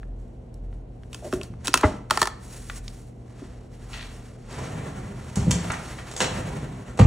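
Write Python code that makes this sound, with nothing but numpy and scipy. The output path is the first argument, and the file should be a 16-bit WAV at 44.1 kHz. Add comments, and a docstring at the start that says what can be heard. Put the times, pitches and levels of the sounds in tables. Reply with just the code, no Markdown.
"""Mains hum and a throbbing low drone fill a small room; light taps, ticks and rubs follow over a desk.
Up close, a steel hand punch squeezes thick card: creaks are stick-slip pulses on the jaws' modes, snaps
are noise bursts over rings of die, frame and steel, and the break is a noise crunch with a modal thud.
Then the open tool clacks and the card is laid down. Further off a drawer rolls out on rumbling, singing
noise, the tool clatters into it, scrapes rasp, and it rolls shut with a thump of wooden modes."""
import sys
import numpy as np
from scipy import signal
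from scipy.io import wavfile

SR = 44100
rng = np.random.default_rng(int(sys.argv[2]) if len(sys.argv) > 2 else 0)


def transcribe(u):
    """Save the signal u as a 16-bit wav file named by the first command-line argument.

    u: samples, shape (n,) or (channels, n), limited to [-1, 1]; the rate is SR.
    q: integer samples, one column per channel.
    """
    v = np.clip(np.atleast_2d(u).T, -1, 1)
    q = np.round(v * 32767).astype(np.int16)
    wavfile.write(sys.argv[1], SR, q)


N = 311346
TIME = np.arange(N) / SR  # s
CUTOFF_HZ = 16700
BREAK_S = 1.8325  # the die breaks through the card
OPEN_S = 2.0  # the hand lets go; from here snaps ring the sprung-open punch

# Table levels are relative; each layer adds its own trims.
# Steady hum tones: f/Hz, mean level/dB rms
HUM_TONES = [(120, -47), (193, -60.5), (241, -57), (440, -64), (481, -66.5)]
# The drone swells and sinks back: t/s at the top, level/dB, half length/s
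DRONE_SURGES = [(0.103, -35, 0.14), (0.694, -34, 0.14), (2.776, -40.5, 0.22), (3.974, -42, 0.16)]
# Colour of still room air: f/Hz, level/dB per Hz
AIR_COLOUR = [(35, -12), (55, -5), (130, -15), (240, -17.5), (410, -25), (700, -28), (1000, -47),
              (2700, -53.5), (16000, -87)]
# Room decay: f/Hz, t60/s
ROOM_DECAY = [(100, 0.63), (500, 0.5), (2000, 0.52), (6000, 0.41), (14000, 0.22)]
# How far the echoes differ between channels: f/Hz, side level/dB
ECHO_SPREAD = [(250, -13.5), (550, -0.5), (1100, 0.5), (1900, -24.5), (3000, 3), (6500, -23),
               (10000, -34.5)]
# Bands where the drawer and thumps lean to one channel: f/Hz, width/Hz, share towards the left
DRAWER_LEAN = [(898, 480, -0.54), (2300, 480, 0.72)]
# All-pass phase turns of the left channel: f/Hz, width/Hz
LEFT_PHASE = [(4950, 325), (11700, 4170)]
# Soft blows on the desk and of the drawer, strongest as it meets its stops: t/s, level/dB, strongest f/Hz
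THUMPS = [(1.345, -28.5, 120), (1.500, -29.5, 113), (5.369, -11.5, 150), (5.440, -18.5, 115),
          (5.464, -14.5, 340), (5.476, -9.5, 170), (5.510, -18, 62), (6.215, -19.5, 390),
          (6.992, -6.5, 490), (7.000, 1.5, 120), (7.018, -11, 74)]
# Modes of the ringing wood: f/Hz, level/dB, t60/s
WOOD_MODES = [(72.55, -5.5, 0.97), (108.4, 2, 0.11), (143.4, -1.5, 0.13), (171.8, 3, 0.15),
              (238.8, -16, 0.37), (326.5, -7.5, 0.052), (520, -7.5, 0.05)]
# Pushes on the drawer: start t/s, rumble level/dB at top speed, push/s, coast/s
DRAWER_PUSHES = [(4.42, -34, .24, .42), (5.42, -34, 0.088, 0.2), (6.14, -31.5, 0.14, .39)]
# Rough tones of the wheels at top speed: f/Hz, level/dB
WHEEL_TONES = [(205, -17), (315, -13), (510, -14), (880, -22)]
# Colour of the wheels' rumble: f/Hz, level/dB per Hz
RUMBLE_COLOUR = [(40, -7), (75, 5), (150, 6.5), (330, -9), (520, -7.5), (1000, -15), (2000, -19.5),
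                 (3000, -61)]
# Colour of the wheels' hiss: f/Hz, level/dB per Hz
HISS_COLOUR = [(1500, -2), (2500, 4.5), (5000, -3.5), (8000, 1.5), (11000, -7.5), (16000, -26)]
# Knocks in the drawer: t/s, level/dB, decay/s, strongest f/Hz, fall to either side/dB per octave
CLATTER_HITS = [(5.356, -33.5, 0.009, 7940, 3.5), (5.365, -35.5, 0.073, 8000, -0.5),
                (5.508, -21, 0.013, 6050, 2.5), (5.717, -34.5, 0.0038, 7800, 12),
                (6.112, -39, 0.02, 4120, 3.5), (6.163, -33, 0.037, 7000, 3.5), (6.203, -20, 0.025, 2680, 4),
                (6.973, -39, 0.014, 6040, 0.5), (6.990, -21.5, 0.022, 1080, 4)]
# Colour of the knocks: f/Hz, level/dB per Hz
CLATTER_COLOUR = [(150, 13), (400, 19), (900, 13), (1400, 6), (2500, 3.5), (5000, 0.5), (8000, 7),
                  (11000, -9), (16000, -27)]
# Ring of the drawer's tray: f/Hz, level/dB, t60/s
TRAY_MODES = [(404, 7, 0.15), (780, 7, 0.044), (1260, -12, 0.14), (1920, -19, 0.037), (3940, -18, 0.15),
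              (7400, -24, 0.042)]
# Things dragged over one another: t/s, level/dB, decay/s, f/Hz
SCRAPES = [(2.701, -39.5, 0.009, 1600), (3.931, -35.5, 0.042, 2400), (5.7003, -26, 0.023, 1300),
           (5.733, -34.5, 0.022, 1480), (5.983, -38.5, 0.018, 1390), (6.9977, -18.5, 0.0037, 1240)]
# Light taps and ticks of punch, card and fingers: t/s, level/dB, f/Hz
TAPS = [(0.031, -34, 1080), (0.542, -43.5, 7540), (0.728, -45, 1400), (1.034, -40.5, 1580),
        (1.538, -37, 900), (2.698, -18.5, 1460), (2.8798, -24, 3750)]
# Sliding card, steel and hands, and rustling clothes:
# t/s at full strength, hold/s, level/dB, rise/s, release/s, extra treble/dB
STROKES = [(1.14, 0.089, -58.5, 0.024, 0.084, 6), (1.246, 0.19, -51.5, 0.0046, 0.029, 5),
           (1.647, 0.016, -40, 0.002, 0.0078, 4.5), (1.784, 0.072, -35.5, 0.062, 0.057, -31),
           (2.116, 0.05, -37.5, 0.0062, 0.01, -2), (2.194, 0.039, -34.5, 0.0029, 0.0058, 4),
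           (2.454, 0.1, -53.5, 0.029, 0.085, 7.5), (2.754, 0.028, -50.5, 0.092, 0.0073, 11.5),
           (2.844, 0.18, -60.5, 0.02, 0.055, 7.5), (3.387, 0.12, -49, 0.064, 0.08, -13),
           (3.929, 0, -44.5, 0.064, 0.21, -4), (4.515, 0.18, -43, 0.052, 0.037, -22),
           (5.713, 0.66, -43.5, 0.47, 0.21, -6)]
# Colour of the rubbing: f/Hz, level/dB per Hz
RUB_COLOUR = [(400, 5), (900, 4), (1900, 1), (3200, -4.5), (8400, -2.5), (11000, -5), (15000, -32)]
# Card creaks in the tightening jaws: t/s, length/s, level/dB rms, slips per s, strongest f/Hz
CREAKS = [(1.219, 0.014, -40.5, 325, 646), (1.239, 0.035, -35, 190, 489), (1.351, 0.058, -36.5, 187, 330)]
# Hollow knocks of the jaws, with one dull thud after them: t/s, level/dB, strongest f/Hz
HOLLOW_KNOCKS = [(1.326, -15.5, 326), (1.678, -24.5, 280), (1.748, -25.5, 305), (2.110, -28, 530),
                 (2.222, -24, 530), (3.415, -24.5, 217)]
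# Hollow ring of the jaws: f/Hz, level/dB, t60/s
JAW_MODES = [(281.6, 1.5, 0.051), (367, 2.5, 0.092), (453, -7.5, 0.085), (630, 8, 0.049), (1100, -8, 0.042)]
# Ring of card and desk at the break: f/Hz, level/dB, t60/s
CARD_MODES = [(81, -11, 0.049), (284, -10, 0.049), (424, -21, 0.084), (620, -16, 0.18), (840, -14, 0.089),
              (1320, -35, 0.055)]
# Colour of the tearing fibres: f/Hz, level/dB per Hz
CRUNCH_COLOUR = [(150, -7), (650, 4.5), (1500, 6.5), (2500, -12), (5000, -52)]
# Colour of the freed card's shudder: f/Hz, level/dB per Hz
SHUDDER_COLOUR = [(80, 0), (220, 3), (450, -6.5), (900, -9.5), (2500, -55)]
# Clicks of the punch: t/s, crack level/dB, frame level/dB, frame f/Hz
SNAPS = [(1.13, -28.5, -36, 2800), (1.145, -25, -29, 3160), (1.3257, -27, -23.5, 1290),
         (1.336, -23.5, -28.5, 1480), (1.4133, -37, -28, 2760), (1.432, -27, -34, 4500),
         (1.657, -21.5, -33.5, 2940), (1.6712, -10.5, -22.5, 3900), (1.6793, -10.5, -17.5, 1370),
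         (1.7332, -34, -24, 5000), (1.740, 0.5, -4, 1360), (1.7554, -17, -21.5, 1160),
         (1.774, -10.5, -31, 1280), (1.81, -21, -27, 1400), (2.100, -29, -27.5, 1170),
         (2.108, -7.5, -7.5, 1130), (2.1732, -14, -13, 1080), (2.2162, -4.5, -8, 1140),
         (2.228, -11.5, -15.5, 900), (2.255, -20, -25, 1100), (2.2723, -18, -19, 1030)]
# Colour of a crack: f/Hz, level/dB per Hz
CRACK_COLOUR = [(150, -30), (400, 8), (1300, -5.5), (2600, 2), (4500, 2), (8500, 2.5), (11000, -1.5),
                (16000, -22.5)]
# Heavily damped die and guide: f/Hz, level/dB squeezed, level/dB open, t60/s
DIE_MODES = [(1055, 1, -9, 0.025), (1800, -7, 1.5, 0.016), (3180, -13, -10, 0.012), (4510, -6.5, 4, 0.0098),
             (5460, -9.5, -3.5, 0.0088), (9020, -0.5, 1, 0.0041)]
# Ring of the steel: f/Hz, level/dB squeezed, level/dB open, t60/s
STEEL_MODES = [(865, -10.5, 10.5, 0.031), (1292, -4.5, 3.5, 0.06), (1395, 1.5, 1.5, 0.055),
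               (1747, -9, 3.5, 0.035), (2210, -15.5, -11, 0.05), (2610, 0.5, -17, 0.064),
               (3194, -7, -15, 0.039), (3840, -8, -21, 0.04), (5600, -18.5, -16, 0.041)]


def from_db(db):
    """Decibels to gain."""
    return 10 ** (np.asarray(db) / 20)


def rms_one(x):
    """Scale to unit rms."""
    return x / np.sqrt(np.mean(x ** 2) + 1e-20)


def at_hz(points, hz):
    """Read a table on a log-frequency axis."""
    f, value = np.transpose(points)
    return np.interp(np.log(hz), np.log(f), value)


def octaves_off(hz, pitch):
    """Distance from a favoured pitch in octaves."""
    return abs(np.log2(hz / pitch))


def drift(rate):
    """Random wander: normal knots of spread 1, rate per second, joined by straight lines."""
    knots = rng.standard_normal(int(rate * N / SR) + 2)
    return np.interp(TIME * rate, np.arange(len(knots)), knots)


def filtered(x, order, hz, kind):
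    """Butterworth filter."""
    return signal.sosfilt(signal.butter(order, hz, kind, fs=SR, output="sos"), x)


def noise_bands(size):
    """Half-octave bands of noise as (centre Hz, samples); neighbours are unrelated."""
    edges = 33 * 2 ** np.arange(0, 9.1, .5)
    white = rng.standard_normal((2, size))
    bands = []
    for k, (lo, hi) in enumerate(zip(edges, edges[1:])):
        bands.append((np.sqrt(lo * hi), filtered(white[k % 2], 2, [lo, hi], "band")))
    return bands


def noise(spectrum):
    """Coloured noise of unit rms."""
    return rms_one(sum(from_db(at_hz(spectrum, hz)) * band for hz, band in noise_bands(N)))


def around(x, hz, ratio=1.68):
    """Keep the band round a pitch."""
    return filtered(x, 2, [hz / ratio, min(hz * ratio, SR / 2 - 1)], "band")


def swell(rise_s, decay_s, size=SR // 2):
    """An envelope that rises and dies away; top 1."""
    t = TIME[:size]
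    shape = (1 - np.exp(-(t / rise_s) ** 2)) * np.exp(-t / decay_s)
    return shape / shape.max()


def stroke(s, hold_s, rise_s, release_s):
    """Pressure grows, holds and lets go; top 1."""
    before = np.maximum(s - TIME, 0)
    after = np.maximum(TIME - s - hold_s, 0)
    return np.exp(-before / rise_s - after / release_s)


def mode(hz, t60, rise_cycles):
    """A struck mode builds up over some cycles, so lows come later."""
    envelope = swell(rise_cycles / hz, t60 / np.log(1000))
    return envelope * np.sin(2 * np.pi * hz * TIME[:SR // 2])


def focused_ring(modes, pitch, db, focus_db, rise_cycles):
    """Ring a body's modes, weaker by focus_db for each octave away from the favoured pitch."""
    return sum(from_db(db + level - focus_db * octaves_off(hz, pitch)) * mode(hz, t60, rise_cycles)
               for hz, level, t60 in modes)


def add(track, s, sound):
    """Mix a sound in at a time."""
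    i = int(s * SR)
    track[i:i + len(sound)] += sound[:N - i]


def burst(source, envelope):
    """A random stretch of noise under an envelope, with the envelope's energy."""
    i = int(rng.random() * (N - len(envelope)))
    return rms_one(source[i:i + len(envelope)] * envelope) * np.sqrt(np.mean(envelope ** 2))


def knocks(blows, modes, focus_db):
    """Soft blows ring a body most strongly near the pitch that each contact favours."""
    out = np.zeros(N)
    for s, db, pitch in blows:
        add(out, s, focused_ring(modes, pitch, db, focus_db, rise_cycles=0.75))
    return out


def phase_turn(x, hz, width):
    """All-pass resonance: delays what lies near its pitch."""
    b, a = signal.iirnotch(hz, hz / width, fs=SR)
    return signal.lfilter(a[::-1], a, x + 1e-18)


def diffuse(mid, side, apart_hz=380):
    """Sound from all round is alike in both channels in the bass, different above."""
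    return mid + filtered(side, 2, apart_hz, "high") * [[1], [-1]]


def background(drone_hz=43.4, drone_db=-52.0, overtone_db=-13.0, air_db=-44.0, air_side_db=-0.5):
    """Wavering mains hum, a throbbing drone with its octave, and still room air."""
    hum = np.zeros(N)
    for hz, db in HUM_TONES:
        level = np.sqrt(2) * from_db(db + drift(rate=2.97))
        hum += level * np.sin(2 * np.pi * hz * TIME + 0.57 * drift(rate=3.07))
    turn = 2 * np.pi * drone_hz * TIME + 2.46 * drift(rate=1.0)
    throb = np.full(N, from_db(drone_db))
    for s, db, half_s in DRONE_SURGES:
        throb += from_db(db) * np.exp(-((TIME - s) / half_s) ** 2)
    drone = np.sqrt(2) * throb * (np.sin(turn) + from_db(overtone_db) * np.sin(2 * turn))
    air = diffuse(noise(AIR_COLOUR), from_db(air_side_db) * noise(AIR_COLOUR))
    return hum + drone + from_db(air_db) * air


def room(x):
    """Diffuse echoes, a noise tail that dies band by band."""
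    t = TIME[:SR // 2]
    mid, side = np.zeros(len(t)), np.zeros(len(t))
    for hz, band in noise_bands(len(t)):
        mid += band * from_db(-60 * t / at_hz(ROOM_DECAY, hz))
    for hz, band in noise_bands(len(t)):
        side += band * from_db(at_hz(ECHO_SPREAD, hz) - 60 * t / at_hz(ROOM_DECAY, hz))
    echoes = diffuse(mid, side) * (1 - np.exp(-(t / 0.00105) ** 2))  # soft onset
    echoes = echoes / np.sqrt(np.sum(echoes ** 2) / 2)
    return signal.fftconvolve(x[None], echoes, axes=1)[:, :N]


def off_axis(x):
    """Sound from beside the desk is coloured differently in each channel."""
    side = np.zeros(N)
    for hz, width, share in DRAWER_LEAN:
        side += share * signal.lfilter(*signal.iirpeak(hz, hz / width, fs=SR), x + 1e-18)
    return x + side * [[1], [-1]]


def wood_thumps(level_db=-3.5):
    """Soft blows on the desk and of the drawer ring the wood."""
    return from_db(level_db) * knocks(THUMPS, WOOD_MODES, focus_db=6.0)


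def runners(hiss_db=-16.0, bump_db=4.0, glide=.25, tone_width_hz=35):
    """Drawer wheels rumble, sing and hiss over small bumps; level and pitch sink as the drawer slows."""
    speed = np.zeros(N)
    for s, db, push_s, coast_s in DRAWER_PUSHES:
        add(speed, s, from_db(db) * swell(push_s, coast_s, size=N))
    turn = 2 * np.pi * np.cumsum((speed / speed.max()) ** glide) / SR
    tones = np.zeros(N)
    for hz, db in WHEEL_TONES:
        # two independent drifts roughen each tone into a narrow band
        rough = drift(tone_width_hz) * np.sin(hz * turn) + drift(tone_width_hz) * np.cos(hz * turn)
        tones += from_db(db) * rough
    bumps = from_db(bump_db * drift(rate=51))
    return speed * bumps * (noise(RUMBLE_COLOUR) + tones + from_db(hiss_db) * noise(HISS_COLOUR))


def scraping(grain_db=6.5, grains_per_s=300):
    """Dragged things rasp: a quick start, then a dying run of coarse grains."""
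    out, white = np.zeros(N), rng.standard_normal(N)
    grains = white * from_db(grain_db * drift(rate=grains_per_s))
    for s, db, decay_s, hz in SCRAPES:
        add(out, s, from_db(db) * burst(around(grains, hz), swell(0.0012, decay_s)))
    return out


def clatter(level_db=-0.5, rattle_db=7.5, first_db=4.0, tray_db=-7.5):
    """Loose tools knock in the tray: a hard first contact, a quick uneven rattle, and the tray's ring."""
    out, bands = np.zeros(N), noise_bands(N)
    contacts = from_db(rattle_db * drift(rate=540))
    for s, db, decay_s, pitch, fall_db in CLATTER_HITS:
        colour = np.zeros(N)
        for hz, band in bands:
            colour += from_db(at_hz(CLATTER_COLOUR, hz) - fall_db * octaves_off(hz, pitch)) * band
        colour = rms_one(colour)
        add(out, s, from_db(db + first_db) * burst(colour, swell(0.0013, 0.0046)))
        add(out, s, from_db(db + level_db) * burst(colour * contacts, swell(0.0042, decay_s)))
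        add(out, s, focused_ring(TRAY_MODES, pitch, db + tray_db, fall_db, rise_cycles=1.0))
    return out


def handling(tap_db=-6.5, grain_db=1.5, catch_db=3.0, rest_db=-72.5, treble_hz=5000):
    """Punch, card and fingers tap and tick; card, steel, hands and clothes rub with a fine, catching grain."""
    grain = from_db(grain_db * drift(rate=110) + catch_db * drift(rate=23))
    rub = grain * noise(RUB_COLOUR)
    treble = filtered(rub, 1, treble_hz, "high")
    out = from_db(rest_db) * rub  # the hands are never quite still
    for s, hold_s, db, rise_s, release_s, treble_db in STROKES:
        slide = rub + (from_db(treble_db) - 1) * treble
        out += from_db(db) * stroke(s, hold_s, rise_s, release_s) * slide
    white = rng.standard_normal(N)
    for s, db, hz in TAPS:
        add(out, s, from_db(db + tap_db) * burst(around(white, hz), swell(0.00025, 0.0024)))
    return out


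def creaking(jitter=0.15, focus_db=14.5):
    """The card sticks and slips in quick, uneven runs that keep the jaws ringing, favouring a pitch per run."""
    out = np.zeros(N)
    for s, length_s, db, rate, pitch in CREAKS:
        ring = focused_ring(JAW_MODES, pitch, 0, focus_db, rise_cycles=1.0)
        slips = np.zeros(int(length_s * SR))
        gaps = abs(1 + jitter * rng.standard_normal(size=40))
        at = (np.cumsum(gaps) * SR / rate).astype(int)
        slips[at[at < len(slips)]] = 1
        run = signal.fftconvolve(slips, ring)
        # set the level over the slipping time, not over the ring-out
        add(out, s, from_db(db) * np.sqrt(len(slips) / len(run)) * rms_one(run))
    return out


def hollow_knocks(level_db=0.0):
    """The jaws knock with a hollow ring, and one dull thud comes after them."""
    return from_db(level_db) * knocks(HOLLOW_KNOCKS, JAW_MODES, focus_db=17.5)


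def cutting(crunch_db=-15.5, crunch_rise_s=0.017, crunch_s=0.0058, grain_db=3.5,
            shudder_db=-29.5, shudder_s=0.067):
    """The card's fibres give way in a ragged crunch and a thud, and the freed card shudders."""
    out = np.zeros(N)
    ragged = from_db(grain_db * drift(rate=300))
    crunch = burst(noise(CRUNCH_COLOUR) * ragged, swell(crunch_rise_s, crunch_s))
    add(out, BREAK_S - .004, from_db(crunch_db) * crunch)
    for k, (hz, db, t60) in enumerate(CARD_MODES):
        add(out, BREAK_S, (-1) ** k * from_db(db) * mode(hz, t60, rise_cycles=1.0))
    shudder = burst(noise(SHUDDER_COLOUR) * ragged, swell(0.023, shudder_s))
    add(out, BREAK_S, from_db(shudder_db) * shudder)
    return out


def struck(modes, opened, contact_hz, spread_db, detune, light_db=6.5):
    """A blow on squeezed or open modes; high contacts spare the lows, the grip varies strength and pitch."""
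    out = np.zeros(SR // 2)
    for hz, squeezed_db, open_db, t60 in modes:
        level = open_db if opened else squeezed_db
        level -= light_db * max(np.log2(contact_hz / hz), 0)
        gain = from_db(level + spread_db * rng.normal()) * rng.choice([-1, 1])
        out += gain * mode(hz * (1 + detune * rng.normal()), t60, rise_cycles=0.72)
    return out


def punch(crack_db=-8.0, die_db=-7.0, frame_db=3.5, frame_t60=0.0078, steel_db=-15.5,
          crack_rise_s=0.00065, crack_s=0.0024, chatter_db=-30.0, chatter_s=0.014):
    """Each slip cracks in the die, jolts the hand-damped frame, rings the steel and chatters its joints."""
    out, grit = np.zeros(N), noise(CRACK_COLOUR)
    for s, db, body_db, hz in SNAPS:
        opened = s > OPEN_S
        die = struck(DIE_MODES, opened, hz, spread_db=2.5, detune=0.016)
        steel = struck(STEEL_MODES, opened, hz, spread_db=0.0, detune=0.0054)
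        add(out, s, from_db(db + crack_db) * burst(grit, swell(crack_rise_s, crack_s)))
        add(out, s, from_db(body_db + die_db) * die)
        add(out, s, from_db(db + chatter_db) * burst(grit, swell(0.0071, chatter_s)))
        add(out, s, from_db(body_db + frame_db) * mode(hz, frame_t60, rise_cycles=0.28))
        add(out, s, from_db(body_db + steel_db) * steel)
    return out


def dispersed(x, low_hz=100, high_hz=5000, count=8):
    """Bending waves carry highs faster than lows, so a click becomes a short falling chirp."""
    for hz in np.geomspace(low_hz, high_hz, count):
        x = phase_turn(x, hz, hz * 1.3)
    return x


def scene(near_wet_db=-17.5, far_wet_db=-5.0, far_direct_db=-1.5, thump_wet_db=-5.0):
    """The punch is close and dry, the drawer further off in the room."""
    near = dispersed(punch() + hollow_knocks() + cutting()) + creaking() + handling()
    far = runners() + clatter() + scraping()
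    thumps = wood_thumps()
    send = from_db(near_wet_db) * near + from_db(far_wet_db) * far + from_db(thump_wet_db) * thumps
    return near + off_axis(from_db(far_direct_db) * far + thumps) + room(send) + background()


def record(dry):
    """Turn the left channel's treble phase, cut deep bass, round the peaks and cut the top."""
    left, right = dry
    for hz, width in LEFT_PHASE:
        left = phase_turn(left, hz, width)
    x = filtered(np.array([left, right]), 4, 30, "high")
    rounded = 1.3 * np.tanh(x / 1.3)
    return signal.sosfilt(signal.cheby2(14, 60, CUTOFF_HZ, fs=SR, output="sos"), rounded)


dry = scene()
out = record(dry)
transcribe(out)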